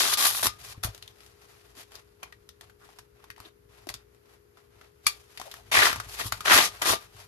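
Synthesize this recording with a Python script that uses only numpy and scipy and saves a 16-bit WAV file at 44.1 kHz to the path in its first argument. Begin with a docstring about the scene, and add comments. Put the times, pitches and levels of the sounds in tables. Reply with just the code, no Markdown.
"""Workbench, two-port microphone close by: hook-and-loop tape on a nylon vest is torn open in short tugs.
Tearing, rubbing, scraping and clicking are random pops in clumps, filtered to hooks, backing or weave.
A buckle snap (noise crack, dying modes) and bench thuds (struck modes) join them; tearing rings a pouch cavity.
A far motor hums as a sum of orders over coloured noise; sparse echoes carry the vest sounds through the room."""
import sys
import numpy as np
from scipy import signal
from scipy.fft import rfft, irfft, next_fast_len
from scipy.io import wavfile
from scipy.ndimage import uniform_filter1d

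SR = 44100
rng = np.random.default_rng(int(sys.argv[2]) if len(sys.argv) > 2 else 0)


def wav_out(sig):
    """Save sig, one row per channel (or a flat mono array), as 16-bit PCM at SR to the path in sys.argv[1]."""
    wavfile.write(sys.argv[1], SR, np.round(np.clip(np.atleast_2d(sig).T, -1, 1) * 32767).astype(np.int16))


N = 320651


def gain_of(db):
    """Decibels to gain."""
    return 10 ** (np.asarray(db) / 20)


def evened(x):
    """Scales to rms 1."""
    return x / np.sqrt(np.mean(x ** 2) + 1e-20)


def read(points, hz):
    """Reads a table on a log-frequency axis."""
    point_hz, value = np.transpose(points)
    return np.interp(np.log(hz + 1), np.log(point_hz + 1), value)


def level_curve(points):
    """Gain at every sample from (time [s], level [dB]) points."""
    s, db = np.transpose(points)
    return gain_of(np.interp(np.arange(N) / SR, s, db))


def add(mix, s, sound):
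    """Mixes a sound in at time s."""
    part = mix[..., round(s * SR):][..., :sound.shape[-1]]
    part += sound[..., :part.shape[-1]]


def colour(x, spectrum):
    """Causal minimum-phase filter with the given dB spectrum, floored at -100 dB."""
    db = np.maximum(read(spectrum, abs(np.fft.fftfreq(4096, 1 / SR))), -100)
    min_phase = np.exp(np.conj(signal.hilbert(np.log(gain_of(db)))))
    taps = np.fft.ifft(min_phase).real[:2048]
    return signal.oaconvolve(x, taps[None], axes=1)[:, :x.shape[1]]


def band(x, lo_hz, hi_hz, order=2):
    """Band-pass, scaled to rms 1."""
    sos = signal.butter(order, [lo_hz, min(hi_hz, SR / 2.2)], "band", fs=SR, output="sos")
    return evened(signal.sosfilt(sos, x))


def resonate(x, hz, width_hz):
    """Moving resonance: shifts the curve hz down to zero, smooths, and shifts back."""
    turn = np.exp(2j * np.pi * np.cumsum(hz) / SR)
    r = np.exp(-np.pi * width_hz / SR)
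    return 2 * (turn * signal.lfilter([1 - r], [1, -r], x / turn)).real


def rings(modes, seconds):
    """Sum of dying modes after one blow."""
    t = np.arange(round(seconds * SR)) / SR
    return sum(gain_of(db - 60 * t / t60_s) * np.sin(2 * np.pi * hz * t) for hz, db, t60_s in modes)


def grains(length, per_s, spread_db, clump_db, clump_s):
    """Random tiny pops in clumps; each comes from its own spot, so it reaches the two ports a little apart."""
    chance, size, sign, spot, drift = rng.random((length, 5)).T
    clump = evened(uniform_filter1d(drift - .5, max(round(clump_s * SR), 2)))
    pop_db = spread_db * np.minimum(-np.log(size + 1e-9), 3) + clump_db * np.clip(clump, -3, 1.8)
    pops = (chance < per_s / SR) * np.sign(sign - .5) * gain_of(pop_db)
    scattered = np.zeros(length + 32)
    np.add.at(scattered, np.arange(length) + (spot * 24).astype(int), pops)
    # fixed 12-sample delay against 0-23 samples
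    return np.array([np.roll(pops, 12), scattered[:length]])


# tape pull, one curve a tug: (time [s], level [dB])
PULL_CURVES = [
    [(0.0, -22.5), (0.006, -23.5), (0.046, -28.5), (0.128, -29.5), (0.138, -18.5), (0.152, -43),
     (0.168, -64)],
    [(0.17, -45), (0.176, -29), (0.266, -24.5), (0.3, -32.5), (0.334, -38), (0.384, -35), (0.4, -45),
     (0.423, -34)],
    [(0.425, -41), (0.431, -31), (0.471, -26.5), (0.5, -72)],
    [(0.83, -48), (0.836, -42.5), (0.848, -33), (0.9, -76)],
    [(5.714, -40), (5.72, -31.5), (5.768, -26), (5.82, -26.5), (5.86, -24), (5.94, -45), (5.994, -52),
     (6.004, -45), (6.03, -70)],
    [(6.17, -54), (6.202, -35), (6.236, -46), (6.274, -38.5), (6.3, -57)],
    [(6.44, -64.5), (6.456, -33.5), (6.492, -30.5), (6.546, -17.5), (6.56, -21.5), (6.58, -20.5),
     (6.602, -25.5), (6.656, -28.5), (6.7, -51)],
    [(6.814, -63), (6.82, -30.5), (6.846, -40), (6.86, -30), (6.875, -27), (6.899, -25), (6.937, -30),
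     (6.98, -56)],
]
# layers, one row a tug, changing evenly from start to end: (backing at start [dB re pull], at end [dB re pull],
# backing pitch at start [Hz], at end [Hz], fizz at start [dB re pull], at end [dB re pull], cloth flap [dB re pull])
TUG_LAYERS = [(-2, -3.5, 1320, 1250, -9, -2.5, -22), (-1.5, -2, 1230, 1200, -3, 3.5, -24),
              (1.5, -4.5, 1600, 740, 2.5, -0.1, -12.5), (2.5, -6, 1350, 890, 2, -3, -11),
              (8, 1.5, 2140, 1070, -8, -11.5, -17), (6, -7.5, 2200, 640, -12, 1.5, -13),
              (11, -3, 1250, 2150, -8, -7.5, -13), (8.5, -5.5, 1400, 910, -4.5, -8, -8.5)]
# colour of one hook popping free: (frequency [Hz], level [dB])
HOOK_COLOUR = [(1500, -46), (2300, -2.5), (3300, 2), (4400, -2.5), (7000, -5), (9500, -3.5), (12500, -6),
               (14300, -11), (15400, -9.5), (16500, -29)]


def tug(pull, backing_db, end_db, backing_hz, end_hz, fizz_db, fizz_end_db, flap_db):
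    """Hooks pop free by the thousand; whole tufts letting go ring the stiff backing and flap the cloth."""
    s, pull_db = np.transpose(pull)
    t = np.arange(s[0], s[-1], 1 / SR)
    n = len(t)
    window = np.clip(np.minimum(t - s[0] + 0.0013, s[-1] - t) / .003, 0, 1)
    hooks = colour(grains(n, per_s=9000, spread_db=2.5, clump_db=2.5, clump_s=0.0011), HOOK_COLOUR)
    tufts = grains(n, per_s=2400, spread_db=3.5, clump_db=3.5, clump_s=.006)
    pitch_hz = np.linspace(backing_hz, end_hz, n)
    pitched = evened(resonate(band(tufts, 820, 5000), pitch_hz, width_hz=440))
    backing = evened(pitched + 1.62 * band(tufts, 690, 2700))
    # opposite signs keep neighbouring bands from cancelling where they meet
    sound = band(hooks, 3200, 8000)
    sound -= gain_of(np.linspace(fizz_db, fizz_end_db, n)) * band(hooks, 9400, 16000)
    sound += gain_of(np.linspace(backing_db, end_db, n)) * backing
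    sound -= gain_of(flap_db) * band(tufts, 200, 650)
    return gain_of(np.interp(t, s, pull_db)) * window * sound


# hooks letting go in a bunch, buckle parts touching:
# (time [s], peak level of the burst [dB], ring pitch [Hz], ring level [dB re burst])
CLICK_EVENTS = [(0.173, -18.5, 4140, -6), (0.395, -22, 1170, -23), (0.429, -19.5, 1240, 1.5),
                (0.835, -15.5, 1480, -18), (0.947, -33.5, 625, -10), (0.978, -33, 3860, -22),
                (1.025, -41, 3380, 8), (1.077, -38.5, 3350, 3.5), (1.205, -44, 2400, -2),
                (1.263, -39, 3770, -16), (1.752, -41.5, 1050, -13), (1.769, -42.5, 880, -1),
                (1.919, -39.5, 1140, -14), (1.954, -33, 3900, -3), (2.23, -35, 991, 8.5),
                (2.324, -50.5, 1800, 15), (2.49, -36.5, 3930, -3.5), (2.61, -33, 1480, -6.5),
                (2.642, -53, 1000, 5), (2.697, -50.5, 1400, 6), (2.89, -54, 800, 14),
                (2.987, -31, 1430, -8), (3.241, -44, 1030, 7), (3.302, -34, 1820, 4.5),
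                (3.362, -58, 2170, 14), (3.379, -53, 977, 13), (3.402, -36.5, 1040, 2),
                (3.87, -35, 676, 2.1), (3.889, -23, 2200, -7), (3.899, -29, 780, -1),
                (3.94, -26.5, 4050, -3.5), (4.147, -52, 1000, -1.5), (4.572, -54.5, 1390, 10.5),
                (4.812, -51.5, 1450, 13.5), (5.374, -33.5, 2250, 3), (5.397, -30.5, 766, -0.5),
                (5.414, -30.5, 1050, 4), (5.514, -33, 3440, 0.5), (5.54, -32, 1800, -1.5),
                (5.726, -22, 2330, -16), (5.929, -25.5, 1470, 10), (5.959, -26.5, 673, -1),
                (6, -25.5, 1330, 5), (6.19, -28, 1700, 1.5), (6.198, -27.5, 1080, 6.5),
                (6.213, -28, 1900, 2), (6.322, -17, 1390, 2.5), (6.406, -28, 1360, 3),
                (6.456, -30, 1010, 3), (6.575, -11, 3000, -2.5), (6.809, -40, 900, 0.3),
                (6.818, -22, 1060, 0)]
BURST_T60_S, TICK_T60_S, TICK_DB_RE_BURST, CLICK_RISE_S = 0.058, 0.015, 6, 0.0006
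RING_WIDTH_RE_PITCH = 0.3


def click(db, hz, ring_db):
    """A hard tick, then a dense burst that dies fast; the touched part gives a short dull ring."""
    t = np.arange(4000) / SR
    burst = grains(len(t), per_s=25000, spread_db=4.0, clump_db=3.0, clump_s=.002)
    fade = gain_of(-60 * t / BURST_T60_S) + gain_of(TICK_DB_RE_BURST - 60 * t / TICK_T60_S)
    fade *= np.minimum(t / CLICK_RISE_S, 1)
    crackle = fade * band(burst, 800, 8300, order=1)
    ring = fade * resonate(burst, hz + 0 * t, RING_WIDTH_RE_PITCH * hz)
    return gain_of(db) * (crackle / abs(crackle).max() + gain_of(ring_db) * ring / abs(ring).max())


# hollow plastic of the buckle: (frequency [Hz], level [dB], t60 [s])
BUCKLE_MODES = [(1182, -2.5, 0.024), (2336, 4.5, 0.022), (3365, -5.5, 0.027), (4300, -8, 0.01),
                (4544, 2, 0.021), (5470, -7.5, 0.022), (7150, -6.5, 0.015), (9100, 1, 0.015),
                (10320, -0.5, 0.017), (11500, -13, 0.011), (1160, -36, .22), (1210, -34, 0.27),
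                (2210, -42, .22), (2320, -43.5, 0.18), (3330, -36, 0.28), (3420, -40, .2), (4800, -36, .2)]
SNAP_S, SNAP_DB = 5.0656, -10.5
CRACK_DB, CRACK_T60_S, RATTLE_DB, RATTLE_T60_S = -1, 0.04, -27, 0.24  # before SNAP_DB


def snap():
    """The buckle prongs seat over a few ms: a dense crack with a rough tail and the ring of hollow plastic."""
    t = np.arange(9000) / SR
    seating = 1 - np.exp(-(t / .0017) ** 2)
    fade = gain_of(CRACK_DB - 60 * t / CRACK_T60_S) + gain_of(RATTLE_DB - 60 * t / RATTLE_T60_S)
    crack = band(rng.standard_normal((2, len(t))), 1100, 12000) * seating * fade
    body = rings(BUCKLE_MODES, len(t) / SR) * seating
    return gain_of(SNAP_DB) * (np.array([body, np.roll(body, -5)]) + crack)


# a strap scraping or a tuft tearing: (time [s], length [s], level [dB], pitch [Hz])
SCRAPE_EVENTS = [(0.736, 0.037, -56, 1030), (0.841, 0.055, -48.5, 616), (2.224, 0.018, -42, 2300),
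                 (2.8, 0.057, -56, 1350), (3.439, 0.033, -51.5, 3390), (3.443, 0.038, -56.5, 312),
                 (3.867, 0.016, -45.5, 319), (1.766, 0.032, -55, 320), (3.998, 0.018, -65.5, 1500),
                 (5.055, 0.015, -42.5, 4640), (5.445, 0.055, -45.5, 670), (5.559, 0.065, -56.5, 740),
                 (5.748, 0.024, -32, 2220), (5.764, 0.0215, -19, 1900), (5.81, 0.035, -17, 1670),
                 (5.861, 0.017, -18.5, 1230), (6.51, 0.0155, -13.5, 1340), (6.53, 0.014, -17.5, 1260)]


def scrape(length_s, db, hz):
    """A swell of fine grain around one pitch."""
    swell = np.hanning(round(length_s * SR))
    grain = grains(len(swell), per_s=3900, spread_db=-0.5, clump_db=2.5, clump_s=0.0028)
    return gain_of(db) * swell * band(grain, 0.84 * hz, 1.18 * hz)


# colour of rubbed cloth: (frequency [Hz], level [dB])
CLOTH_COLOUR = [(200, -25), (420, -0.5), (1000, 0), (1900, -2.5), (3400, -4), (6000, -5), (8500, -5.5),
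                (12000, -8), (14300, -12), (15400, -11.5), (16500, -37.5)]


def weave(length, dull_db):
    """Fine dense grain of nylon weave being rubbed: a bright band and a dull one."""
    grain = colour(grains(length, per_s=8000, spread_db=4.5, clump_db=2.5, clump_s=0.017), CLOTH_COLOUR)
    return band(grain, 2500, 18000) - gain_of(dull_db) * band(grain, 320, 2300)


# fingers and straps over the cloth: (time [s], length [s], rub level [dB], dull part [dB re rub],
# share of the stroke spent swelling [0-1])
STROKE_EVENTS = [(0.583, 0.16, -46, -7, 0.76), (0.833, 0.14, -56, 2, 0.13), (0.927, 0.16, -67, 0.5, 0.17),
                 (1.191, 0.14, -61.5, -3, .2), (1.356, 0.65, -66, 0.5, 0.1),
                 (1.748, 0.098, -50.5, -4.5, 0.64), (1.9, 0.13, -59.5, 3.5, 0.37),
                 (2.188, 0.13, -70, 10.5, 0.5), (2.601, 0.11, -68, 5.5, .2), (2.786, 0.28, -65.5, 2, 0.15),
                 (3.14, 0.19, -72.5, 8.5, 0.48), (3.359, 0.14, -62, 5, 0.63), (3.685, 0.23, -65, 3.5, 0.52),
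                 (3.86, 0.18, -66, 5, 0.23), (4.1, 0.093, -76.5, 2.5, .4), (4.219, 0.17, -69, 4, 0.58),
                 (4.54, 0.14, -73, 6.5, 0.33), (4.697, 0.21, -69.5, 7, .55),
                 (5.027, 0.33, -60.5, -2.5, 0.093), (5.28, 0.34, -56, -2, 0.85), (6.0, 0.11, -55, 2, 0.23),
                 (6.069, 0.17, -44.5, -6.5, 0.4), (6.315, 0.092, -49, -1, 0.074),
                 (6.677, 0.22, -55, 3, 0.3), (6.96, 0.12, -56.5, 1, .2), (7.119, 0.14, -55.5, 0, 0.53)]
STROKE_ENDS_DB = -11  # re top of the stroke, before the 10 ms edge fades


def rub(length_s, rub_db, dull_db, top):
    """One stroke of fingers or strap swells and dies away."""
    u = np.linspace(0, 1, round(length_s * SR))
    top = np.clip(top, .05, .95)
    off_top = np.where(u < top, 1 - u / top, (u - top) / (1 - top))
    edges = np.clip(np.minimum(u, 1 - u) * length_s / 0.01, 0, 1)
    return gain_of(rub_db + STROKE_ENDS_DB * off_top ** 2) * edges * weave(len(u), dull_db)


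# the vest shifting all the while: (time [s], level [dB])
RUSTLE_LEVEL = [(0.45, -55.5), (0.62, -63.5), (0.82, -67.5), (1.7, -70.5), (2.1, -77), (3.6, -91),
                (4.9, -80.5), (5.7, -65), (6.3, -58.5), (7.0, -59.5), (7.1, -66), (7.27, -63)]


def rustle():
    """A faint unbroken rustle of weave under the strokes."""
    return level_curve(RUSTLE_LEVEL) * weave(N, dull_db=0.5)


# blows on the bench top: (time [s], drive level [dB], contact [ms], added damping by the resting hand [dB/s])
THUD_EVENTS = [(.031, -49, 4, 100), (.468, -35, 3, 150), (.621, -58, 4, 100), (0.778, -38.5, 1.4, 1200),
               (0.8493, -26, 3.8, 350), (.885, -33, 4.7, 247), (3.3, -52, 3, 100), (3.402, -47, 2.6, 301.5),
               (3.901, -46, 4.2, 99.5), (3.949, -48, 1.9, 100), (5.063, -45, 1.1, 202),
               (5.78, -34.5, 3.2, 100), (5.98, -42, 1.8, 100), (6.066, -41.5, 2.9, 300),
               (6.258, -33, .9, 200), (6.327, -37.5, 2.5, 100), (6.542, -34, 3, 100),
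               (6.904, -35, 3.7, 100), (7.149, -50, 3.3, 100)]
# bench top without the hand: (frequency [Hz], level [dB], t60 [s])
BENCH_MODES = [(56.94, -8.5, 0.61), (104, 2, 0.14), (149, -7, 0.025), (268, -7, 0.045), (478.5, -15.5, .03)]
# hands working the bench top: (time [s], level [dB])
LEAN_LEVEL = [(0.0, -59.5), (0.42, -57.5), (0.85, -58), (1.31, -69), (2.04, -69.5), (2.83, -66), (3.1, -71),
              (3.87, -65), (4.17, -75.5), (4.82, -72.5), (4.96, -67), (5.34, -71.5), (5.95, -46.5),
              (6.07, -58), (6.46, -51), (7.03, -62), (7.27, -57.5)]


def bench():
    """The bench top booms under blows (short contact reaches the upper modes) and under the working hands."""
    top = rings(BENCH_MODES, .6)
    t = np.arange(len(top)) / SR
    thuds = np.zeros(N)
    for s, db, contact_ms, damping_db_per_s in THUD_EVENTS:
        push = np.hanning(max(round(contact_ms * SR / 1000), 8))
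        damped = top * gain_of(db - damping_db_per_s * t)
        add(thuds, s, np.convolve(damped, push / push.sum()))
    worked = evened(signal.oaconvolve(rng.standard_normal(N), rings(BENCH_MODES[:3], 0.33))[:N])
    return thuds + level_curve(LEAN_LEVEL) * worked


# motor orders before the port gains: (multiple of MOTOR_HZ [-], level [dB])
MOTOR_ORDERS = [(1, -76), (2, -79), (3, -86), (4, -84), (6, -84), (7, -67), (8, -76), (9, -83), (10, -89),
                (11, -90)]
MOTOR_HZ = 59.1


def motor():
    """Orders of a nearly steady motor, a quarter cycle apart at the ports and louder at the left one."""
    wander = evened(uniform_filter1d(rng.standard_normal(N), 20000))
    turns = np.cumsum(MOTOR_HZ * (1 + 0.00065 * wander)) / SR
    phase = rng.random((len(MOTOR_ORDERS), 1, 1)) + [[0], [.25]]
    hum = sum(gain_of(db) * np.sin(2 * np.pi * (k * turns + p)) for (k, db), p in zip(MOTOR_ORDERS, phase))
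    return hum * gain_of([[6.5], [-3.5]])


# echo decay: (frequency [Hz], t60 [s])
ROOM_DECAY = [(200, 0.099), (1000, 0.12), (4000, 0.16), (12000, 0.091)]


def room(x):
    """Sparse random echoes, each band dying at its own speed."""
    length = SR // 2
    taps = np.zeros((2, length))
    at = np.arange(60, length - 20, 20) + rng.integers(0, 20, (2, (length - 61) // 20))
    np.put_along_axis(taps, at, rng.choice([-1., 1.], at.shape), 1)
    hz, t, z = signal.stft(taps, SR, nperseg=256)
    fade = gain_of(-60 * t / read(ROOM_DECAY, hz)[:, None])
    tail = signal.istft(z * fade, SR, nperseg=256)[1][:, :length]
    return signal.oaconvolve(x, gain_of(-8.5) * tail / np.linalg.norm(tail[0]), axes=1)[:, :N]


# pouch cavity: (frequency [Hz], level before the cavity gain [dB], t60 [s])
POUCH_MODES = [(1124, -25.5, 0.05), (1194, -20, 0.2), (1229, -25, 0.25)]


def pouch(torn):
    """Tearing sets the pouch cavity ringing."""
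    return signal.oaconvolve(torn, gain_of(-27.5) * rings(POUCH_MODES, 0.65)[None], axes=1)[:, :N]


# room noise colour: (frequency [Hz], level [dB])
AIR_COLOUR = [(15, -34), (28, -24), (70, 0), (190, -18.5), (380, -7), (590, -25.5), (950, -20),
              (1400, -19.5), (3500, -30.5), (8000, -33.5), (12800, -30.5), (15400, -46.5)]
AIR_DB = -64.5


def air():
    """Steady room noise: coloured noise, independent in the two channels."""
    return gain_of(AIR_DB) * evened(colour(rng.standard_normal((2, N)), AIR_COLOUR))


def scene():
    """Vest sounds through the room, over bench, motor and room noise."""
    torn, handled = np.zeros((2, 2, N))
    for pull, layers in zip(PULL_CURVES, TUG_LAYERS):
        add(torn, pull[0][0], tug(pull, *layers))
    for play, events in ((click, CLICK_EVENTS), (scrape, SCRAPE_EVENTS), (rub, STROKE_EVENTS)):
        for s, *settings in events:
            add(handled, s, play(*settings))
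    add(handled, SNAP_S, snap())
    add(handled, 0, rustle())
    vest = torn + handled
    return vest + room(vest) + pouch(torn) + bench() + motor() + air()


# left-right likeness: (frequency [Hz], likeness [-1 to 1])
PORT_LIKENESS = [(160, 0.97), (270, -0.044), (600, -0.35), (7000, -0.046), (8200, -0.66), (9500, 0.077),
                 (10700, 0.83), (13300, 1), (14200, -0.98)]
# port tilt: (frequency [Hz], left minus right [dB])
PORT_TILT = [(150, 4), (600, 4), (2200, 1.5), (4800, 9), (7500, 1), (9600, -1), (10900, -0.5)]
# lag of the right port's unlike part: (frequency [Hz], phase [rad])
PORT_LAG = [(150, -0.58), (450, 1.31), (1100, -0.21), (2500, 1.86)]
BASS_CUT_HZ, EDGE_HZ = 42, 15752


def record(dry):
    """Two ports with likeness, tilt and lag set by frequency; bass cut, soft limit and band limit."""
    size = next_fast_len(N)
    hz = np.fft.rfftfreq(size, 1 / SR)
    left, right = rfft(dry, size) / np.sqrt(1 + (BASS_CUT_HZ / (hz + 1)) ** 6)
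    same = np.clip(read(PORT_LIKENESS, hz), -1, 1)
    tilt = gain_of(read(PORT_TILT, hz) / 2)
    unlike = np.sqrt(1 - same ** 2) * right * np.exp(-1j * read(PORT_LAG, hz))
    ports = irfft([left * tilt, (same * left + unlike) / tilt], size)[:, :N]
    ports = .95 * np.tanh(ports / .95)  # soft limit near .95 rounds the highest peaks
    low_pass = signal.firwin(511, EDGE_HZ, window=("kaiser", 9), fs=SR)
    return signal.oaconvolve(ports, low_pass[None], "same")


dry = scene()
out = record(dry)
wav_out(out)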